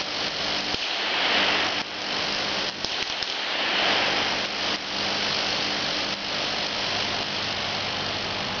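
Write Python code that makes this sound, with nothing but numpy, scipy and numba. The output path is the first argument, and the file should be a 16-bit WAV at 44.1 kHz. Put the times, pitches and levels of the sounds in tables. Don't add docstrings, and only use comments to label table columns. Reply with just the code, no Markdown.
import sys
import numpy as np
from scipy import signal
from scipy.fft import rfft, irfft, next_fast_len
from scipy.io import wavfile
from numba import njit

SR = 44100
rng = np.random.default_rng(int(sys.argv[2]) if len(sys.argv) > 2 else 0)


def generate_wav(sig):
    pcm = np.round(np.clip(np.atleast_2d(sig).T, -1, 1) * 32767).astype(np.int16)
    wavfile.write(sys.argv[1], SR, pcm)


N = 379260
TIME = np.arange(N) / SR
MAINS_HZ = 49.99

# (time [s], overload ceiling [dB], crackle drive [dB], crackle lag [s],
# crackle ring [Hz], thump drive [dB], thump pitch [Hz], crackle length [s], wall slap gain [dB],
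# whistle gain [dB], reverberation gain [dB], reverberation bass gain [dB])
ARCS = [(0.744, 9.5, -9, .0007, 3200, -.5, 340, 0.0036, 0, 10.5, -8, -1),
        (2.846, 6.5, -3.5, .0005, 4900, -3, 560, 0.0014, 2, 2.5, -12.5, 1),
        (3.0264, 7, -1, .0006, 5000, -11, 520, 0.0012, 5.5, 0, -15, -2),
        (3.2268, 11, -5.5, .0001, 4900, -12, 420, 0.0022, 7, -5, -9.5, -0.5)]


def undb(db):
    return 10 ** (np.asarray(db) / 20)


def unit(x):
    return x / np.sqrt(np.mean(x ** 2))


def add(track, start_s, sound):
    i = int(max(start_s, 0) * SR)
    track[i:i + len(sound)] += sound[:N - i]


def drift(rate_hz):
    knots = rng.standard_normal(400)
    return 1.42 * np.interp(TIME * rate_hz, np.arange(len(knots)), knots)


def colour(x, spectrum):
    # (centre [Hz], width [Hz], boost [dB])
    resonances = [(722, 294, 5), (3064, 840, 6.5), (4210, 720, 4.5)]
    size = next_fast_len(len(x), real=True)
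    f = np.arange(size // 2 + 1) * SR / size + 1
    hz, db = np.transpose(spectrum)
    gain_db = np.interp(np.log(f), np.log(hz), db)
    for centre, width, boost_db in resonances:
        gain_db += boost_db / (1 + (2 * (f - centre) / width) ** 2)
    return unit(irfft(rfft(x, size) * undb(gain_db), size)[:len(x)])


def drained(rebuild_s=1.8):
    ages = [TIME - start for start, *_ in ARCS]
    return np.max([(age > 0) * np.exp(-(age / rebuild_s) ** 2) for age in ages], axis=0)


def died_down(start_s=4.9, length_s=3.77):
    return np.clip((TIME - start_s) / length_s, 0, 1) ** 2


def streamers(bursts, per_s, floor, scatter_db, flicker_db):
    density = np.full(N, floor)
    for centre, width, weight in bursts:
        cycle = TIME * MAINS_HZ - centre + .5
        strength = undb(flicker_db * rng.standard_normal(1024))[cycle.astype(int)]
        density += weight * strength * np.exp(-.5 * ((cycle % 1 - .5) / width) ** 2)
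    fires = rng.random(N) < per_s / SR * density / density.mean()
    signs = rng.choice([-1, 1], N)
    heights = undb(scatter_db * np.minimum(rng.exponential(size=N), 5))
    return fires * signs * heights


def corona():
    sizzle_bursts = [(.17, .05, .85), (.31, .06, .6), (.44, .045, 1.2), (.75, 0.12, 0.12)]
    buzz_bursts = [(.17, .06, 1.2), (.42, .04, 0.52), (.68, .09, .35)]
    # (frequency [Hz], relative level [dB])
    sizzle_spectrum = [(200, -25.5), (700, -20.5), (1500, -1.5), (2500, -1.5), (3600, -2), (5200, 5),
                       (6500, -2.5), (9000, -15.5)]
    buzz_spectrum = [(20, -12.5), (45, -4.5), (75, -10), (130, -3.5), (250, 0), (450, 0.5), (800, 0),
                     (1100, 0), (2000, -1), (3500, -4.5), (6500, -22), (9000, -34)]
    # (delay [s], gain [dB])
    near_echoes = [(.0031, -24), (.0083, -16)]
    # (time [s], width [s], boost [dB])
    flares = [(4.72, 0.056, 2), (5.3, 0.37, 1), (6.98, 0.15, 1.3)]
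    sizzle_dip_db = -drained() - 4 * died_down()
    buzz_dip_db = -1.5 * drained() - 1.7 * died_down()
    flare_db = sum(db * np.exp(-((TIME - centre) / width) ** 2) for centre, width, db in flares)
    clicks = streamers(sizzle_bursts, per_s=6000, floor=.08, scatter_db=3.5, flicker_db=1.5)
    sizzle = clicks.copy()
    for delay, db in near_echoes:
        add(sizzle, delay, undb(db) * clicks)
    buzz = streamers(buzz_bursts, per_s=4000, floor=.12, scatter_db=2.5, flicker_db=2.0)
    blur_db = -0.4 + 1.6 * sizzle_dip_db
    sizzle = colour(unit(sizzle) + undb(blur_db) * rng.standard_normal(N), sizzle_spectrum)
    buzz = colour(unit(buzz) + undb(6.5) * rng.standard_normal(N), buzz_spectrum)
    return sizzle * undb(-29 + sizzle_dip_db + flare_db) + buzz * undb(-29.5 + buzz_dip_db + flare_db)


def drone_db():
    return -53.5 + 11 * died_down()


def hum(waver_db=1.7):
    # (multiple of the mains, rms at full discharge [dB], rms once died down [dB])
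    harmonics = [(3, -57, -57), (4, -45.5, -47), (5, -54, -49.5), (6, -44.5, -57.5), (8, -54, -53.5),
                 (9, -56.5, -59), (10, -51, -49), (11, -46, -61), (12, -48, -47.5), (14, -51.5, -46.5),
                 (16, -60.5, -47), (17, -58, -43)]
    phase = 2 * np.pi * MAINS_HZ * TIME
    late = died_down()
    levels_db = {2: drone_db(), **{k: full + (last - full) * late for k, full, last in harmonics}}
    strong, fine = np.zeros(N), np.zeros(N)
    for k, db in levels_db.items():
        amplitude = undb(db + waver_db * drift(5))
        strong += amplitude * np.sin(k * phase + .35 * drift(7.6) + rng.uniform(0, 2 * np.pi))
    for k in range(7, 27):
        if k not in levels_db:
            fine += np.sin(k * phase + .5 * drift(4.8) + rng.uniform(0, 2 * np.pi))
    return np.sqrt(2) * (strong + fine * undb(-68.5 + 17 * late))


def rumble():
    # (frequency [Hz], relative level [dB])
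    spectrum = [(20, -18), (55, -12), (85, -4), (130, -5), (170, -1.5), (260, -15.5), (1000, -47.5)]
    return colour(rng.standard_normal(N), spectrum) * undb(drone_db() + 0.5)


def shock(push_s=.00008, size=64):
    half_cycles = TIME[:size] / push_s
    pulse = np.sin(np.pi * half_cycles) * np.exp(-.6 * half_cycles) * (half_cycles < 2)
    return pulse / pulse.max()


def snaps():
    # (time [s], peak at the microphone [dB])
    sparks = [(0.0184, -2.5), (0.2831, -4.5), (0.608, -5), (1.6498, -6), (1.6682, -7), (1.69, -5.5),
              (1.8172, 1.1), (2.0188, -4.5), (2.1284, -12), (2.3258, -7), (2.6985, 0), (2.8985, -2),
              (4.4595, -3.5), (4.76, -0.9), (5.6454, -15), (6.047, -6.5), (6.1297, -9), (6.14, -2.5),
              (6.668, -6), (7.23, -6), (7.528, -8.5)]
    out = np.zeros(N)
    for start, db in sparks:
        add(out, start, undb(db) * shock())
    return out


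def flashovers(boom_hz=105, boom_decay_s=.009, thump_damping=2.2, size=2048):
    out, t = np.zeros(N), TIME[:size]
    for (start, ceiling_db, crackle_db, lag, ring_hz, thump_db, thump_hz, crackle_s,
         slap_db, whistle_db, hall_db, bass_db) in ARCS:
        cycles = t * thump_hz
        thump = np.sin(2 * np.pi * cycles) * np.exp(-thump_damping * cycles) * (cycles < 1)
        boom = np.sin(2 * np.pi * boom_hz * t) * np.exp(-t / boom_decay_s)
        crackle_gate = np.exp(-((t - lag) / crackle_s) ** 4) * (t > lag)
        bang = undb(thump_db) * (thump + undb(-27) * boom)
        bang += undb(crackle_db) * crackle(ring_hz, size) * crackle_gate
        add(bang, 0, 2 * shock())
        add(out, start, undb(ceiling_db) * np.tanh(bang))
        add(out, start, wall_echoes(slap_db, whistle_db))
        add(out, start, undb(hall_db) * hall_tail(bass_db))
    return out


def crackle(ring_hz, size, ring_width_hz=1700, ring_db=3):
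    # (frequency [Hz], relative level [dB])
    spectrum = [(150, 0), (400, -10), (800, -3.5), (1300, 0), (2200, -1), (3000, 2.5), (4100, -3),
                (5200, 4.5), (6200, -1.5), (9000, -17.5)]
    noise = colour(rng.standard_normal(size), spectrum)
    ring = signal.lfilter(*signal.iirpeak(ring_hz, ring_hz / ring_width_hz, fs=SR), noise)
    return unit(np.tanh(unit(noise + undb(ring_db) * ring)))


def hall_tail(bass_db, bass_edge_hz=1000, size=131072):
    # (frequency [Hz], relative level [dB])
    bang_spectrum = [(30, -21), (90, -24.5), (180, -7.5), (320, 0), (500, -1), (800, 0), (1100, -1),
                     (1800, 3.5), (2300, 2), (2900, 1), (3600, 1), (4500, 2.5), (6500, 1.5), (9000, -11)]
    # (frequency [Hz], t60 [s], build-up time [s], share that builds up [0-1])
    hall_bands = [(100, 2.9, .02, .5), (400, 4.5, .03, 0.5), (895, 4.5, 0.09, 0.42),
                  (2100, 3.63, 0.2, 0.52), (2880, 3.45, 0.059, 0.57), (4000, 1.96, 0.14, 0.3),
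                  (6000, 1.18, .006, 0)]
    f = np.arange(size // 2 + 1) * SR / size + 1
    bass_shelf = undb(bass_db / (1 + (f / bass_edge_hz) ** 4))
    spectrum = rfft(colour(rng.standard_normal(size), bang_spectrum)) * bass_shelf
    log_centres = np.log([hz for hz, *_ in hall_bands])
    tail, t = np.zeros(size), TIME[:size]
    for (_, t60, rise_s, late_share), selector in zip(hall_bands, np.eye(len(hall_bands))):
        band = irfft(spectrum * np.interp(np.log(f), log_centres, selector))
        build_up = 1 - late_share * np.exp(-t / rise_s)
        tail += band * build_up * undb(-60 * t / t60)
    return tail


def wall_echoes(slap_db, whistle_db, slap_decay_s=.003, smear=.06, size=16384):
    # (delay [s], relative level [dB], ring [Hz])
    slaps = [(0.049, -13, 3570), (0.0723, -9, 5000), (.0975, -13, 3300)]
    # (delay [s], start [Hz], end [Hz], length [s], relative level [dB])
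    whistles = [(.075, 3900, 2350, .021, -19), (.114, 2900, 2400, .012, -23), (.158, 3700, 2650, .016, -23),
                (.16, 4700, 3750, .013, -26)]
    out, t = np.zeros(N), TIME[:size]
    for delay, db, ring_hz in slaps:
        add(out, delay, undb(slap_db + db) * crackle(ring_hz, size) * np.exp(-t / slap_decay_s))
    for delay, start_hz, end_hz, length, db in whistles:
        progress = np.minimum(t / length, 1)
        hz = end_hz + (start_hz - end_hz) * (1 - progress) ** 2
        hz *= 1 + smear * rng.standard_normal(size)
        tone = np.sin(2 * np.pi * np.cumsum(hz) / SR)
        add(out, delay, undb(whistle_db + db) * np.sin(np.pi * progress) * tone)
    return out[:size]


def pops():
    # (time [s], envelope peak [dB], pitch [Hz], length [s])
    pulses = [(7.199, -29, 342, 0.01), (7.202, -24, 656, 0.0063)]
    out = np.zeros(N)
    for start, db, hz, length in pulses:
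        t = TIME[TIME < length]
        envelope = undb(db) * np.sin(np.pi * t / length) ** 2
        add(out, start, envelope * np.sin(2 * np.pi * hz * t))
    return out


def scene():
    return (corona() + hum() + rumble() + snaps() + pops() + flashovers())[None]


@njit
def hold_peaks(x, fall):
    held, level = np.empty(len(x)), 0.
    for i in range(len(x)):
        level = max(abs(x[i]), level * fall)
        held[i] = level
    return held


def record(dry, ceiling_db=-9, recovery_db_per_s=30, top_hz=5950):
    held = hold_peaks(dry[0], float(undb(-recovery_db_per_s / SR)))
    gain = 1 / np.maximum(held / undb(ceiling_db), 1)
    low_pass = signal.firwin(65, top_hz, window=("kaiser", 7), fs=SR)
    return np.convolve(gain * dry[0], low_pass, "same")[None]


dry = scene()
out = record(dry)
generate_wav(out)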